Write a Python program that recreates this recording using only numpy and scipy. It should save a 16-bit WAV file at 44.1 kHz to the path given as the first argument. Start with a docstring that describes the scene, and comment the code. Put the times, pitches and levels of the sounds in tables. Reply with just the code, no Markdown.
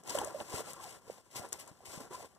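"""A quick hissing rub of stiff waterproof waders, dotted with snaps and hollow plucks, is heard first.
The wearer straightens up and shifts close to a phone outdoors; softer strokes follow over quiet air.
Cloth strokes are grainy filtered noise, plucks and thuds are short decaying sines, creases snap as a
crack plus a noise burst, and drags along a fold are noise bands that glide in pitch.
The ports at the two ends of the phone are each subtracted, delayed, from the other for left and right."""
import sys
import numpy as np
from scipy import signal
from scipy.fft import rfft, irfft
from scipy.io import wavfile
from scipy.ndimage import uniform_filter1d

SR = 44100
rng = np.random.default_rng(int(sys.argv[2]) if len(sys.argv) > 2 else 0)


def master_out(mix):
    """Clip the mix to full scale and print it as 16-bit PCM to the path in sys.argv[1]."""
    frames = np.transpose(np.atleast_2d(mix))
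    ceiling = np.clip(frames, -1, 1)
    pcm = np.round(ceiling * 32767).astype(np.int16)
    wavfile.write(sys.argv[1], SR, pcm)


def natural_amplitude(level_db):
    """Convert a level in decibels to a linear amplitude factor, elementwise."""
    exponent = np.asarray(level_db, float) / 20
    return 10 ** exponent


N = 105046
T = np.arange(N) / SR
F = np.fft.rfftfreq(N, 1 / SR)


def unit(x):
    """Scale to rms 1."""
    return x / np.sqrt(np.mean(x ** 2))


def colour(x, table, part=1):
    """Filter by a table of Hz and dB, read along log frequency; part scales the dB."""
    hz, db = np.array(table, float).T
    gain_db = part * np.interp(np.log(F + 1), np.log(hz), db)
    return irfft(rfft(x) * natural_amplitude(gain_db), N)


def late(x, lag_s):
    """Delay by lag_s seconds; a negative lag comes early."""
    return irfft(rfft(x) * np.exp(-2j * np.pi * F * lag_s), N)


def resonance(f, hz, width):
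    """Response of two equal resonators in a row, centred on hz."""
    return 1 / (1 + 1j * (f ** 2 - hz ** 2) / (width * (f + 1))) ** 2


def walk(rate):
    """Random levels of rms 1, a new one every 1 / rate seconds, with straight slews between."""
    hold = int(SR / rate)
    steps = np.repeat(rng.standard_normal(N // hold + 1), hold)
    return unit(uniform_filter1d(steps, hold)[:N])


def scrape(per_s, spread_db, grain_s, grain_db):
    """Three noises that share one grain of slips: small jumps in level that die away."""
    hit = rng.random(N) < per_s / SR
    size = natural_amplitude(spread_db * rng.exponential(size=N))
    decay = np.exp(-1 / (grain_s * SR))
    slips = unit(signal.lfilter([1], [1, -decay], hit * size))
    return unit((1 + natural_amplitude(grain_db) * slips) * rng.standard_normal((3, N)))


def ports(x, alike, lag_s):
    """Row 0 reaches both ports, the second lag_s later; rows 1 and 2 reach one port each."""
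    shared = np.array([x[0], late(x[0], lag_s)])
    return np.sqrt(alike) * shared + np.sqrt(1 - alike) * x[1:]


def ring(start_s, db, hz, t60_s, rise_s):
    """A sine that swells quickly and dies away."""
    u = np.clip(T - start_s, 0, None)
    env = (1 - np.exp(-u / rise_s)) ** 2 * np.exp(-np.log(1000) * u / t60_s)
    return natural_amplitude(db) * env / env.max() * np.sin(2 * np.pi * hz * u)


# Rubbing, stroke after stroke. Each row: time in seconds, hiss level in dB and folds level in dB,
# both before their trims; levels glide from row to row.
STROKES = [(0, -69, -56.5), (.024, -77, -66), (0.087, -49.5, -47), (.102, -44, -43.5), (0.136, -50, -49.5),
           (.156, -42, -41.5), (.18, -51.5, -37.5), (.238, -53.5, -45.5), (.311, -61.5, -49.5),
           (0.386, -58.5, -54), (0.412, -55.5, -39.5), (0.438, -61.5, -56), (0.496, -55.5, -53.5),
           (0.554, -45, -43), (.613, -49.5, -44.5), (0.631, -61, -52.5), (.69, -52, -49), (.78, -64, -55.5),
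           (.835, -53.5, -50.5), (.885, -56.5, -57), (0.966, -59.5, -54), (1.003, -74, -68.5),
           (1.068, -69, -61), (1.108, -58.5, -55), (1.201, -67, -64), (1.225, -73, -72),
           (1.305, -72.5, -68), (1.312, -62, -65.5), (1.344, -62, -60.5), (1.358, -49, -45.5),
           (1.367, -43.5, -47), (1.421, -57.5, -53), (1.452, -57, -49.5), (1.477, -65.5, -60),
           (1.52, -68, -66.5), (1.525, -48.5, -49), (1.58, -63, -60), (1.605, -52.5, -53),
           (1.66, -67, -60.5), (1.692, -61, -55.5), (1.738, -73.5, -68.5), (1.846, -70.5, -62.5),
           (1.856, -58.5, -60.5), (1.942, -50, -52), (1.991, -60, -55), (2.007, -57, -50.5),
           (2.045, -60.5, -55.5), (2.071, -68, -57.5), (2.101, -71.5, -65), (2.112, -59, -51),
           (2.153, -55, -51.5), (2.176, -60.5, -55.5), (2.225, -56.5, -53.5), (2.264, -63.5, -56),
           (2.281, -72, -69.5), (2.38, -75, -67.5)]
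# Spectrum of the cloth hiss. Each row: frequency in Hz, relative density in dB per Hz.
HISS_SPECTRUM = [(600, -47), (1300, -63), (2000, 6), (3200, 0.5), (3900, -2.5), (4700, 3), (6000, 0),
                 (8000, 3), (10000, -2.5), (13000, -4.5), (15000, -10.5)]
# Hollow resonances of the baggy folds. Each row: centre in Hz, nominal width in Hz, relative gain in dB.
FOLD_RESONANCES = [(223, 64, -4.5), (424, 460, 8.5), (560, 15, -33), (750, 140, -5), (950, 133, 1.5),
                   (1312, 120, 0), (1540, 175, -9), (2830, 3000, -52)]
# Spectrum of the low rumble. Each row: frequency in Hz, relative density in dB per Hz.
RUMBLE_SPECTRUM = [(30, -24), (60, -7.5), (100, -4), (200, -7), (300, -19), (600, -48.5)]
HISS_TRIM_DB, FOLDS_TRIM_DB, RUMBLE_TOP_DB = 5.5, 3.5, -43.5
HISS_FLICKER_DB, FOLD_FLICKER_DB = 1.2, 1.6  # rms
RUMBLE_FOLLOWS = 0.55  # dB of rumble per dB of folds


def cloth_hiss():
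    """Cloth slides on cloth in many fine slips, heard as flickering hiss."""
    hiss = scrape(per_s=500., spread_db=2., grain_s=.0012, grain_db=-9.)
    time, hiss_db, _ = np.array(STROKES, float).T
    level_db = np.interp(T, time, hiss_db) + HISS_TRIM_DB + HISS_FLICKER_DB * walk(90.)
    return unit(colour(hiss, HISS_SPECTRUM)) * natural_amplitude(level_db)


def hollow_folds():
    """The rubbing drives the hollow folds, whose resonances boom and flicker one by one."""
    push = rfft(scrape(per_s=400., spread_db=2.2, grain_s=.003, grain_db=-5.))
    folds = 0
    for hz, width, db in FOLD_RESONANCES:
        boom = irfft(push * resonance(F, hz, 1.43 * width), N)
        folds = folds + natural_amplitude(db + FOLD_FLICKER_DB * walk(45.08)) * boom
    time, _, folds_db = np.array(STROKES, float).T
    return unit(folds) * natural_amplitude(np.interp(T, time, folds_db) + FOLDS_TRIM_DB)


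def low_rumble():
    """Coarse slips rumble beneath the folds and follow their strokes more gently."""
    rumble = scrape(per_s=60., spread_db=2.5, grain_s=.006, grain_db=-6.)
    time, _, folds_db = np.array(STROKES, float).T
    follow_db = RUMBLE_FOLLOWS * (folds_db - folds_db.max())
    return unit(colour(rumble, RUMBLE_SPECTRUM)) * natural_amplitude(np.interp(T, time, follow_db) + RUMBLE_TOP_DB)


def rubbing():
    """Strokes of cloth on cloth: scattered hiss, more focused folds and a nearly shared rumble."""
    hiss = ports(cloth_hiss(), alike=0.053, lag_s=5e-5)
    folds = ports(hollow_folds(), alike=0.72, lag_s=-0.000082)
    return hiss + folds + ports(low_rumble(), alike=0.95, lag_s=5e-5)


# Folds that pluck. Each row: time in seconds, peak envelope in dB before the trim, pitch in Hz,
# time to fall 60 dB in seconds.
FOLD_PLUCKS = [(0.106, -31.5, 977, 0.025), (0.152, -16.5, 562, 0.026), (0.184, -28.5, 994, 0.048),
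               (0.2155, -24.5, 832, 0.031), (0.256, -32.5, 570, 0.065), (0.274, -29.5, 622, 0.04),
               (0.346, -25, 576, 0.067), (0.359, -27.5, 586, 0.062), (0.401, -30.5, 585, 0.074),
               (0.408, -32.5, 860, 0.02), (0.54, -28.5, 405, 0.042), (0.606, -26.5, 560, 0.013),
               (1.08, -43, 460, 0.051), (1.1, -23, 495, 0.01), (1.42, -37, 740, 0.026),
               (1.441, -47, 985, 0.041), (1.806, -43.5, 710, 0.015), (2.109, -34, 385, 0.046),
               (2.197, -40, 610, 0.014), (2.206, -35.5, 724, 0.012)]
PLUCK_TRIM_DB, PLUCK_RISE_S = -3.5, .0016


def plucks():
    """A taut fold lets go and rings a few cycles."""
    x = 0
    for time, db, hz, t60_s in FOLD_PLUCKS:
        # the swell begins one rise time early
        x = x + ring(time - PLUCK_RISE_S, db + PLUCK_TRIM_DB, hz, t60_s, PLUCK_RISE_S)
    return np.array([x, late(x, -0.00018)])


# Creases that snap. 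Each row: start in seconds, level in dB, centre in Hz,
# peak of the first crack in dB over that level.
CREASE_SNAPS = [(0.0358, -44.5, 7400, -2), (0.0757, -34, 6750, 8), (0.0965, -29, 6700, 8),
                (0.1047, -27.5, 5500, -9), (0.1526, -30, 8250, -6), (0.1718, -34, 8000, 0),
                (0.186, -25, 3200, -10), (0.1878, -26, 8500, 6), (0.2465, -28, 8000, 2),
                (0.2723, -37, 6700, -2), (0.403, -35.5, 3000, 7.5), (0.606, -32.5, 8050, -2),
                (0.7047, -38, 8300, 11), (0.7334, -36.5, 8700, 15), (1.4877, -42, 8800, -6),
                (1.5293, -27, 7000, 17), (1.6005, -37.5, 9000, 7), (1.6776, -41.5, 8360, 4),
                (2.0049, -37, 8200, -2)]
BURST_WIDTH = 8e-5  # times centre squared: brighter snaps are broader
CRACK_WIDTH = .9  # times centre
SNAP_T60_S, CRACK_FAR_DB = .022, -12.  # time to fall 60 dB; crack gain at the second port


def snaps():
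    """A stiff crease flips: one sharp broad crack, then a bright burst of a few milliseconds."""
    size = 2048
    bursts, cracks = np.zeros((3, N)), np.zeros(N)
    u, f = np.arange(size) / SR, np.fft.rfftfreq(size, 1 / SR)
    decay = np.exp(-np.log(1000) * u / SNAP_T60_S)
    for start_s, db, hz, crack_db in CREASE_SNAPS:
        noise = rfft(rng.standard_normal((3, size)))
        burst = irfft(noise * resonance(f, hz, BURST_WIDTH * hz ** 2), size)
        crack = irfft(resonance(f, hz, CRACK_WIDTH * hz), size)
        i = int(start_s * SR)
        bursts[:, i:i + size] += natural_amplitude(db) / 2 * unit(burst) * decay
        cracks[i:i + size] += natural_amplitude(db + crack_db) * crack / np.abs(crack).max()
    far_crack = natural_amplitude(CRACK_FAR_DB) * late(cracks, 1e-4)
    return ports(bursts, alike=0.13, lag_s=5e-5) + np.array([cracks, far_crack])


# A hand or strap drags along a fold. 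Each row: start in seconds, end in seconds,
# first pitch in Hz, last pitch in Hz, level in dB.
DRAGS = [(0.732, 0.852, 1117, 1024, -51), (.82, 0.908, 950, 493, -54), (2.108, 2.173, 944, 1043, -49.5)]
SLIDE_SMOOTH_S = .012  # longer smoothing makes a narrower band


def slide():
    """The hollow of a fold changes under the drag: a rough band that glides in pitch."""
    x = 0
    for start_s, end_s, from_hz, to_hz, db in DRAGS:
        hz = np.interp(T, (start_s, end_s), (from_hz, to_hz))
        phase = 2 * np.pi * np.cumsum(hz) / SR
        a, b = uniform_filter1d(rng.standard_normal((2, N)), int(SLIDE_SMOOTH_S * SR))
        band = unit(a * np.cos(phase) + b * np.sin(phase))
        progress = np.clip((T - start_s) / (end_s - start_s), 0, 1)
        env = np.abs(np.sin(np.pi * progress)) ** .5
        x = x + band * env * natural_amplitude(db)
    return np.array([x, late(x, -0.000053)])


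# Dull bumps of the legs. Each row: start in seconds, peak envelope in dB before the trim, pitch in Hz.
LEG_BUMPS = [(0.101, -53, 182), (0.539, -37, 105), (1.356, -54, 178), (1.396, -44, 131), (1.884, -50, 83.4),
             (1.975, -42.5, 169), (2.01, -48.5, 258)]
BUMP_T60_S, BUMP_RISE_S, BUMP_TRIM_DB = 0.031, 0.00049, 12.5


def bumps():
    """The legs knock the baggy cloth: a soft low thud, louder at the second port."""
    x = sum(ring(start_s, db + BUMP_TRIM_DB, hz, BUMP_T60_S, BUMP_RISE_S) for start_s, db, hz in LEG_BUMPS)
    return np.array([x, natural_amplitude(3.0) * late(x, 5e-5)])


# Spectrum of the open air. Each row: frequency in Hz, relative density in dB per Hz.
AIR_SPECTRUM = [(30, 50), (80, 24), (300, 33), (800, 17), (1500, 11), (4000, -43.5), (8000, -23),
                (14000, 9), (16300, -61)]
AIR_LEVEL_DB = -62.5  # rms


def open_air():
    """Quiet steady air: coloured noise that is almost the same at both ports."""
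    air = unit(colour(rng.standard_normal((3, N)), AIR_SPECTRUM)) * natural_amplitude(AIR_LEVEL_DB)
    return ports(air, alike=0.99, lag_s=3e-5)


def scene():
    """The sound at the two ports, over the quiet open air."""
    return rubbing() + plucks() + snaps() + slide() + bumps() + open_air()


def roll_off(x):
    """The treble ends steeply here."""
    return signal.sosfilt(signal.butter(12, 16520, fs=SR, output="sos"), x)


# Tone of left against right, shared half each. Each row: frequency in Hz, left over right in dB.
SIDE_TONE = [(60, 13), (200, -0.5), (1100, 2), (2400, 2.5), (4700, 3.2), (7500, 10.5), (10500, 4.5),
             (12000, 1)]
# Overall tone at the two ends of the range. Each row: frequency in Hz, gain in dB.
END_TONE = [(25, -22), (70, 0), (15000, 0), (16000, -22), (16600, -40)]
PORT_LAG_S, CANCEL = 0.0004228, .99  # delay and gain of the subtracted port


def record(dry):
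    """Each side is one port minus the other, delayed by the length of the phone."""
    left, right = dry - CANCEL * late(dry[::-1], PORT_LAG_S)
    sides = np.array([colour(left, SIDE_TONE, .5), colour(right, SIDE_TONE, -.5)]) / 2
    mix = colour(sides, END_TONE)
    return roll_off(mix)


dry = scene()
out = record(dry)
master_out(out)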